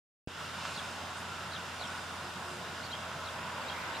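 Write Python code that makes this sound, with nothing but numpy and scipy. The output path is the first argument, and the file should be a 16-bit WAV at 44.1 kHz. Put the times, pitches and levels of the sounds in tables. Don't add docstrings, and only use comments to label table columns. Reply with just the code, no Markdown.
import sys
import numpy as np
from scipy import signal
from scipy.fft import rfft, irfft, next_fast_len
from scipy.io import wavfile
from scipy.ndimage import uniform_filter1d, map_coordinates

SR = 44100
rng = np.random.default_rng(int(sys.argv[2]) if len(sys.argv) > 2 else 0)


def to_wav(s):
    ch = np.atleast_2d(s).T
    pcm = np.round(np.clip(ch, -1, 1) * 32767)
    wavfile.write(sys.argv[1], SR, pcm.astype(np.int16))


N = 176400


def amp(db):
    return 10 ** (np.asarray(db) / 20)


def unit(x):
    return x / np.sqrt(np.mean(x ** 2) + 1e-20)


def clock():
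    return np.arange(N) / SR


def eq_curve(points, hz):
    freq_hz, gain_db = np.transpose(points)
    return np.interp(np.log(hz + 1), np.log(freq_hz + 1), gain_db)


def fader(points):
    return amp(np.interp(clock(), *np.transpose(points)))


def wobble(rate_hz):
    knots = rng.standard_normal(int(N * rate_hz / SR) + 4)
    return map_coordinates(knots, [clock() * rate_hz], mode="nearest")


def filtered(x, response):
    size = next_fast_len(N + SR // 2)
    return irfft(rfft(x, size) * response(np.fft.rfftfreq(size, 1 / SR)), size)[..., :N]


def add(track, start_s, sound):
    part = track[round(start_s * SR):][:len(sound)]
    part += sound[:len(part)]


def stereo(mid, side):
    return np.array([mid + side, mid - side])


def rush(eq, patchy_db):
    # centre_hz, width_hz, gain_db
    resonances = [(621, 130, 2), (933, 54, 1.5), (1302, 38, 4), (1486, 85, 1.5), (2150, 28, 3),
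                  (2770, 143, 3), (3660, 340, 2), (4640, 510, -1.5), (4960, 420, 4), (5900, 240, 1),
                  (6360, 454, -2), (7343, 240, 2.5), (8050, 260, -8), (9140, 310, 1.5)]
    bins = signal.stft(rng.standard_normal(N), nperseg=512)[2]
    patches = uniform_filter1d(rng.standard_normal(bins.shape), size=6, axis=0)
    patches = uniform_filter1d(patches, size=14, axis=1)
    noise = signal.istft(bins * amp(patchy_db * unit(patches)))[1][:N]
    peaks_db = lambda f: sum(db * np.exp(-(2 * (f - hz) / width) ** 2) for hz, width, db in resonances)
    return unit(filtered(noise, lambda f: amp(eq_curve(eq, f) + peaks_db(f))))


def wide_rush(eq, side_db, patchy_db):
    return stereo(rush(eq, patchy_db), amp(side_db) * rush(eq, patchy_db))


def swell(peak_s, half_length_s, centre_hz, width_hz, level_db):
    band = unit(filtered(rng.standard_normal(N), lambda f: np.exp(-((f - centre_hz) / width_hz) ** 2)))
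    return amp(level_db) * band * np.exp(-((clock() - peak_s) / half_length_s) ** 2)


def reflections(sound, depth_db=0.7, spacing_hz=45):
    knots = rng.standard_normal(2048)
    ripple = lambda hz: np.interp(hz / spacing_hz, np.arange(len(knots)), knots)
    return filtered(sound, lambda hz: amp(depth_db * ripple(hz) * hz / (hz + 500)))


def vegetation_echoes(sound, early_decay_s=0.005, late_t60_s=0.18):
    t = np.arange(SR // 2) / SR
    early = unit(rng.standard_normal((2, len(t))) * np.exp(-t / early_decay_s))
    late = unit(rng.standard_normal((2, len(t))) * np.exp(-np.log(1000) * t / late_t60_s))
    impulse = (amp(-6) * early + amp(-10) * late) / np.sqrt(len(t))
    return signal.fftconvolve(sound[None], impulse, axes=1)[:, :N]


def hum(pitch_hz=87.6, drift=0.0039):
    # pitch_ratio, level_db, roughness (0-1)
    partials = [(1, -56, 0.03), (2, -61.5, 0.65), (4.13, -76.5, 0.5)]
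    phase = 2 * np.pi * np.cumsum(pitch_hz * (1 + drift * wobble(7.8))) / SR
    drone = np.zeros(N)
    for ratio, db, roughness in partials:
        flutter = (wobble(16) + 1j * wobble(16)) / np.sqrt(2)
        partial = np.exp(1j * ratio * phase) * (1 - roughness / 2 + roughness * flutter)
        drone += amp(db) * np.sqrt(2) * partial.real
    return drone


def whines():
    # peak_s, half_length_s, centre_hz, width_hz, level_db
    bands = [(.48, 0.14, 1380, 110, -52), (1.35, .14, 1366, 90, -48), (1.894, 0.14, 1460, 39, -50),
             (2.252, .2, 1440, 89, -57), (2.523, 0.21, 360.4, 6.1, -55.5), (2.874, 0.069, 1440, 77, -51.5),
             (3.153, 0.38, 643, 49, -57), (3.447, 0.097, 970, 130, -46), (3.75, .2, 2090, 35, -60)]
    return sum(swell(*band) for band in bands)


def traffic(tyre_peak_s=3.82, tyre_half_length_s=0.26, tyre_db=-46):
    # time_s, level_db
    road_levels = [(0, -58), (2.6, -69), (3.05, -51.5), (3.45, -47.5), (3.8, -44), (4, -45)]
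    # freq_hz, gain_db
    road_eq = [(100, -22.5), (400, -11), (600, -1), (760, -8.5), (960, 4), (1200, -3), (1600, -10),
               (2500, -11), (4000, -62), (9000, -55)]
    # freq_hz, gain_db
    tyre_eq = [(500, -20), (1500, -1.5), (2100, -3), (2600, -10), (3500, -10.5), (8000, -32)]
    road = fader(road_levels) * wide_rush(road_eq, side_db=-13, patchy_db=-1.5)
    tyre_gain = amp(tyre_db) / (1 + ((clock() - tyre_peak_s) / tyre_half_length_s) ** 2)
    return road + tyre_gain * wide_rush(tyre_eq, side_db=-3.5, patchy_db=4.7)


def swishes():
    # peak_s, half_length_s, centre_hz, level_db
    bands = [(1.183, 0.016, 8200, -55), (1.212, .025, 10500, -63.5)]
    return sum(swell(peak_s, half_s, hz, 0.17 * hz, db) for peak_s, half_s, hz, db in bands)


def bump(centre_s=3.16, half_length_s=0.016, pitch_hz=159, level_db=-41.5):
    t = clock() - centre_s
    return amp(level_db) * np.sin(2 * np.pi * pitch_hz * t) * np.exp(-(t / half_length_s) ** 2)


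def camera_ticks(decay_cycles=3.25):
    # start_s, peak_db, pitch_hz
    ticks = [(.653, -24.5, 1144), (1.8132, -29.5, 720)]
    track = np.zeros(N)
    t = np.arange(SR // 20) / SR
    for start_s, db, hz in ticks:
        cycles = hz * t
        envelope = cycles * np.exp(-np.log(1000) * cycles / decay_cycles)
        tick = np.gradient(envelope * np.sin(2 * np.pi * cycles))
        add(track, start_s, -amp(db) * tick / np.abs(tick).max())
    return track


def bird_chirps(trill_hz=68, vibrato=0.07, tremolo=0.6, pitch_fall=0.31, swell_db=4):
    # start_s, length_s, start_hz, level_db
    chirps = [(.748, 0.054, 4450, -41.5), (1.516, .062, 4338, -43.5), (1.794, .066, 4450, -43.5),
              (3.24, 0.061, 4370, -47)]
    track = np.zeros(N)
    for start_s, length_s, start_hz, db in chirps:
        progress = np.linspace(0, 1, int(length_s * SR))
        trill = 2 * np.pi * (trill_hz * progress * length_s + rng.random())
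        glide = start_hz * (1 - pitch_fall * progress ** 1.4)
        pitch = glide * (1 + vibrato * np.sin(trill) + 0.021 * wobble(494)[:len(progress)])
        envelope = amp(db + swell_db * (progress - 1)) * np.abs(np.sin(np.pi * progress)) ** 0.106
        pulse = 1 + tremolo * np.cos(trill)
        add(track, start_s, envelope * pulse * np.sin(2 * np.pi * np.cumsum(pitch) / SR))
    return track


def bird_notes(jitter=0.015):
    # start_s, length_s, start_hz, middle_hz, end_hz, level_db
    notes = [(1.868, .022, 5450, 5550, 5370, -50), (2.829, 0.028, 4100, 4520, 4760, -45.5),
             (2.859, 0.013, 4730, 4375, 3900, -45), (2.906, 0.0264, 3673, 4040, 4200, -44.5),
             (2.926, 0.018, 3280, 3192, 3070, -39), (2.948, 0.011, 3097, 3230, 3260, -42),
             (3.606, 0.023, 4350, 4580, 4800, -51), (3.678, .02, 3750, 4010, 4420, -43.5),
             (3.695, .01, 3250, 3240, 3170, -39), (3.717, .015, 3240, 3270, 3260, -40.5),
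             (3.943, 0.038, 3880, 4010, 4264, -48.5)]
    track = np.zeros(N)
    for start_s, length_s, *bend_hz, db in notes:
        progress = np.linspace(0, 1, int(length_s * SR))
        glide = np.polyval(np.polyfit([0, 0.5, 1], bend_hz, 2), progress)
        pitch = glide * (1 + jitter * wobble(280)[:len(progress)])
        envelope = amp(db) * np.sqrt(np.abs(np.sin(np.pi * progress)))
        add(track, start_s, envelope * np.sin(2 * np.pi * np.cumsum(pitch) / SR))
    return track


def birds():
    song = bird_chirps() + bird_notes()
    return song + vegetation_echoes(song)


def breeze(flutter_db=1.3):
    # time_s, level_db
    body_levels = [(.3, -50), (.5, -50.5), (.66, -45.5), (.82, -48), (1.0, -51.5), (1.5, -55.5),
                   (1.95, -50), (2.3, -62), (2.5, -65), (2.8, -53), (4, -76)]
    # freq_hz, gain_db
    body_eq = [(100, -30.5), (500, -12.5), (1200, -5), (2000, -3.5), (3000, -1.5), (4500, -8.5), (6000, -9),
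               (9500, -22), (11500, -40.5), (15000, -40.5)]
    # time_s, level_db
    hiss_levels = [(.3, -67), (.55, -65), (.85, -58), (1.0, -73), (1.6, -68), (2.05, -60.5), (2.25, -66.5),
                   (2.47, -61.5), (2.75, -76), (4, -76)]
    # freq_hz, gain_db
    hiss_eq = [(2000, -31), (5000, -6), (7000, 2), (9000, 5.5), (11000, -11), (15000, -19)]
    body = fader(body_levels) * wide_rush(body_eq, side_db=-14, patchy_db=2.0)
    hiss = fader(hiss_levels) * wide_rush(hiss_eq, side_db=-6, patchy_db=1)
    return amp(flutter_db * wobble(14)) * (body + hiss)


def air(mid_db=-42.5, side_db=-51, rumble_db=-53, waver_db=0.18):
    # freq_hz, gain_db
    mid_eq = [(180, -43), (300, -19.5), (360, -5.5), (391, -9), (438, -8), (508, -6.5), (619, -5),
              (1080, 0), (1200, -3.5), (1410, 0.5), (1560, -3.5), (1960, -10), (2280, -12.5), (2680, -10),
              (3330, -11.5), (5020, -17), (6430, -20.5), (7460, -21), (9090, -25), (10400, -30.5),
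              (15400, -36.5)]
    # freq_hz, gain_db
    side_eq = [(15, -55), (25, -31), (55, -30), (82, -10), (140, -11.5), (420, -6), (1170, -4.5),
               (1370, -1), (2170, -5.5), (4020, -9.5), (5400, -13), (8530, -16), (15400, -27)]
    # freq_hz, gain_db
    rumble_eq = [(12, -33.5), (30, -26.5), (52, -13.5), (85, -6), (120, -0.5), (165, 1), (240, -1.5),
                 (300, -5), (420, -28.5), (1000, -60)]
    mid = amp(mid_db + waver_db * wobble(7.66)) * rush(mid_eq, patchy_db=0.94)
    rumble = amp(rumble_db) * rush(rumble_eq, patchy_db=-0.3)
    side = amp(side_db) * rush(side_eq, patchy_db=-0.1)
    return stereo(mid + rumble, side)


def scene():
    # freq_hz, gain_db
    balance = [(100, -0.7), (1000, -0.44), (3000, -0.56), (8000, -0.27)]
    bed = reflections(air() + breeze() + traffic())
    mix = bed + whines() + hum() + birds() + camera_ticks() + swishes() + bump()
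    return filtered(mix, lambda hz: amp(np.outer([1, -1], eq_curve(balance, hz))))


def record(dry):
    open_s, fade_s, fade_from_db, top_hz = 0.27383, 0.14, -6.5, 15600
    push_db, push_s, pop_cutoff_hz = -20.5, 0.0015, 595
    t = np.maximum(clock() - open_s, 0)
    fade_in = (t > 0) * amp(fade_from_db * np.maximum(1 - t / fade_s, 0))
    push = -amp(push_db) * (t > 0) * (1 - t / push_s) * np.exp(-t / push_s)
    pop = filtered(push, lambda hz: 1 / (1 + 1j * hz / pop_cutoff_hz) ** 2)
    return filtered(dry * fade_in + pop, lambda hz: hz < top_hz)


dry = scene()
out = record(dry)
to_wav(out)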